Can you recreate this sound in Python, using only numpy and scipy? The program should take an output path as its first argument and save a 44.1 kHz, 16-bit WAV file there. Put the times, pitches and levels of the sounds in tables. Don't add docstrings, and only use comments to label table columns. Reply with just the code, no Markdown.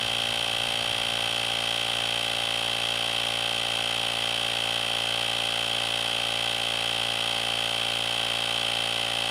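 import sys
import numpy as np
from scipy import signal
from scipy.fft import rfft, irfft
from scipy.io import wavfile
from scipy.ndimage import uniform_filter1d, minimum_filter1d, map_coordinates

SR = 44100
rng = np.random.default_rng(int(sys.argv[2]) if len(sys.argv) > 2 else 0)


def generate_wav(signal):
    frames = np.transpose(np.atleast_2d(signal))
    scaled = np.clip(frames, -1, 1) * 32767
    pcm = np.round(scaled).astype(np.int16)
    wavfile.write(sys.argv[1], SR, pcm)


N = 410130
T = np.arange(N) / SR

# time in seconds, speed in crank turns per second.
CRANK_SPEED = [(0.0, 57.666), (0.79, 57.762), (1.39, 57.764), (2.37, 57.635), (3.17, 57.752),
               (4.16, 57.625), (4.35, 57.671), (5.34, 57.629), (6.73, 57.633), (7.12, 57.508),
               (7.52, 57.635), (8.11, 57.579), (8.31, 57.616), (9.3, 57.44)]
SONG_PITCHES = [54.2, 46.3, 53.5, 39.5, 35, 63.5, 96, 107, 145, 150, 194]
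# centre in turns, spread in turns,
# peak level in dB before runout and drift, share of the growth as the tyre fills (0 to 1).
SONG_SWELLS = [(0.857, 0.12, -21, 0), (0.017, 0.1, -27, 0), (0.231, 0.041, -26.5, 0.28),
               (0.68, 0.076, -43.5, 0), (0.0991, 0.13, -38, 0), (0.75, 0.061, -44, 0),
               (0.96, 0.15, -41.5, 0.43), (0.87, 0.1, -46.5, 0.11), (1, 0.12, -48, 0),
               (0.733, 0.076, -44, 0), (0.89, 0.08, -46, 0)]
# multiple of the tooth rate, level at the start in dB rms.
TOOTH_TONES = [(1, -58), (2, -53.5)]
# crank order (cycles per turn), level in dB rms before drift.
POP_ORDERS = [(1, -55), (2, -47), (3, -55.5), (4, -51.5), (5, -53), (6, -55.5), (7, -52), (8, -51.5),
              (9, -48.5), (10, -43.5), (11, -55), (12, -46), (13, -50), (14, -44.5), (15, -54.5), (16, -57),
              (17, -68), (18, -57.5), (19, -54.5), (20, -54), (21, -51.5), (22, -60), (23, -55.5),
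              (24, -53.5), (25, -51.5), (26, -54), (27, -63), (28, -63)]
# motor order (cycles per motor turn), level in dB rms before drift.
COMMUTATOR_ORDERS = [(2, -69), (3, -55), (6, -62)]
# frequency in Hz, relative level in dB.
HOUSING_COLOUR = [(380, -28.5), (700, -12), (1400, -11), (2500, -8), (3200, -4.5), (4200, -14),
                  (5200, -17.5), (6200, -27), (7500, -27), (9500, -22.5), (11000, -32), (13000, -36),
                  (16000, -40.5)]
# centre in Hz, width in Hz, height in dB.
PANEL_RESONANCES = [(830, 210, 2.5), (1800, 58, -7.5), (1950, 200, 1), (2180, 250, -2), (2760, 200, 2.5),
                    (2757, 165, -7.5), (3275, 270, 3), (3774, 340, 3.5), (4150, 99, 3.5), (4350, 230, -3.5),
                    (4515, 79, 8.5), (4900, 75, 2), (5770, 230, 1), (5850, 110, 0), (6630, 280, 7.5),
                    (7840, 150, 3), (8720, 210, -0.5), (9390, 620, 4.5), (9600, 280, 0.5),
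                    (10350, 220, 8.5), (11250, 300, 0), (11600, 200, 1), (12500, 500, 2.5),
                    (13800, 500, 2.5)]
# time in seconds, level in dB rms.
FAR_ENGINE_LEVEL = [(0, -48), (.5, -53), (1, -50.5), (1.5, -61), (2.7, -64), (4, -65), (5, -74), (9.3, -76)]
# centre in Hz, width in Hz, relative level in dB.
DRONE_RESONANCES = [(42, 8, -2), (50, 5, 0), (66, 10, -8), (100, 10, 5), (135, 37, -2), (232, 26, -1.5)]
# time in seconds, level in dB rms.
FAINT_HUM_LEVEL = [(5, -85), (5.5, -68), (6.2, -71), (7, -72), (7.5, -85)]

START_TURN, GEAR_TEETH, PINION_TEETH = .142, 49, 11
# centre in turns, spread in turns, change in dB.
SLACK, PUSH = (.42, 0.15, -9.5), (0.774, 0.035, 2.4)
TOOTH_FADE_DB_PER_S, FILL_DB_PER_S = -.9, 0.25
GRIND_DB, HISS_DB = -33, -37
POP_AT, POP_GLIDE, POP_SWING = 0.0534, 0.00434, 0.0083
GLIDE_TOP_ORDER, KNOCK_AT = 20.5, .12
SHAKE_LAG = 0.099
FAINT_HUM_HZ = 117
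LIMIT_DB, BASS_CUT_HZ, TREBLE_CUT_HZ = -16.5, 35, 15770


def gear_whine(slip, motor):
    whine = 0
    for cycles, (at, spread, db, growth) in zip(SONG_PITCHES, SONG_SWELLS):
        swell, angle = bump(slip, at, spread)
        level = gain_of(db + growth * FILL_DB_PER_S * T + 0.2 * wander(points=900))
        whine = whine + level * swell * np.sin(2 * np.pi * cycles * angle)
    runout = 1 + 0.23 * np.cos(2 * np.pi * motor) + 0.093 * np.cos(4 * np.pi * motor + 1)
    return runout * whine


def tooth_tone(slip):
    tone = 0
    for k, db in TOOTH_TONES:
        level = gain_of(db + (k - 1) * TOOTH_FADE_DB_PER_S * T)
        tone = tone + level * np.sin(2 * np.pi * k * GEAR_TEETH * slip)
    return np.sqrt(2) * tone


def grinding(crank, motor):
    load_db = sum(db * bump(crank, at, spread)[0] for at, spread, db in (SLACK, PUSH))
    fine_only = signal.butter(3, 3500, "high", fs=SR, output="sos")
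    scratches = signal.sosfilt(fine_only, worn(crank, size=760))
    rub = 1.15 * scratches + .5 * worn(motor, size=170) + 0.85 * rng.standard_normal(N)
    return gain_of(GRIND_DB) * housing(rub * gain_of(1.4 * load_db))


def gears(crank, motor):
    slip = crank + 0.00032 * wander(points=1500)
    return gear_whine(slip, motor) + tooth_tone(slip) + grinding(crank, motor)


def valve(crank):
    late = POP_SWING * np.cos(np.pi * (crank + 0.95)) + 0.00023 * wander(points=600)
    pop = 0
    for k, db in POP_ORDERS:
        low = min(k, GLIDE_TOP_ORDER)
        lag = low * (POP_AT + POP_GLIDE * low)
        lag = lag + KNOCK_AT * (k - low) + SHAKE_LAG * (k in (1, 3, 5))
        delay = lag / k + late * np.tanh((k / 5.1) ** 2)
        level = gain_of(db + 0.36 * wander(points=80))
        pop = pop + level * np.cos(2 * np.pi * k * (crank - delay))
    alternation = gain_of(0.39 * np.cos(np.pi * (crank + 0.79)))
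    return np.sqrt(2) * alternation * pop


def commutator_hum(motor):
    hum = 0
    for k, db in COMMUTATOR_ORDERS:
        hum = hum + gain_of(db + 2.0 * wander(points=200)) * np.sin(2 * np.pi * k * motor)
    return np.sqrt(2) * hum


def air_hiss():
    return gain_of(HISS_DB) * housing(rng.standard_normal(N))


def far_engine():
    hz = np.fft.rfftfreq(N, 1 / SR)
    shape = sum(gain_of(db) / (1 + (2 * (hz - f) / w) ** 2) for f, w, db in DRONE_RESONANCES)
    drone = evened(irfft(rfft(rng.standard_normal(N)) * shape, N))
    return gain_of(along(FAR_ENGINE_LEVEL, T)) * drone


def faint_hum():
    return gain_of(along(FAINT_HUM_LEVEL, T)) * np.sqrt(2) * np.sin(2 * np.pi * FAINT_HUM_HZ * T)


def housing(x):
    hz = abs(np.fft.fftfreq(8192, 1 / SR))
    f, db = np.transpose(HOUSING_COLOUR)
    colour = np.interp(np.log(hz + 1), np.log(f), db)
    bumps = sum(d / (1 + (2 * (hz - c) / w) ** 2) for c, w, d in PANEL_RESONANCES)
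    log_gain = np.log(gain_of(colour + bumps))
    spectrum = np.exp(np.conj(signal.hilbert(log_gain)))
    taps = np.fft.ifft(spectrum).real[:4096]
    return evened(signal.oaconvolve(x, taps)[:N])


def worn(turns, size):
    surface = rng.choice([-1., 1.], size)
    return surface[(turns % 1 * size).astype(int)]


def bump(turns, at, spread):
    angle = (turns - at + .5) % 1 - .5
    return np.exp(-.5 * (angle / spread) ** 2), angle


def wander(points):
    return map_coordinates(rng.standard_normal(points + 4), [np.linspace(1, points, N)], order=3)


def along(points, at):
    return np.interp(at, *np.transpose(points))


def gain_of(db):
    return 10 ** (np.asarray(db) / 20)


def evened(x):
    return x / np.sqrt(np.mean(x ** 2))


def scene():
    crank = START_TURN + np.cumsum(along(CRANK_SPEED, T)) / SR
    motor = crank * GEAR_TEETH / PINION_TEETH
    pump = gears(crank, motor) + valve(crank) + commutator_hum(motor) + air_hiss()
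    return (pump + far_engine() + faint_hum())[None]


def record(dry):
    dry = signal.sosfilt(signal.butter(2, BASS_CUT_HZ, "high", fs=SR, output="sos"), dry)
    safe_gain = np.minimum(1, gain_of(LIMIT_DB) / (abs(dry) + 1e-9))
    lowest = minimum_filter1d(safe_gain, size=41)
    smooth_gain = uniform_filter1d(uniform_filter1d(lowest, size=21), size=21)
    treble_cut = signal.firwin(1023, TREBLE_CUT_HZ, window=("kaiser", 9), fs=SR)
    return signal.oaconvolve(dry * smooth_gain, treble_cut[None], "same")


dry = scene()
out = record(dry)
generate_wav(out)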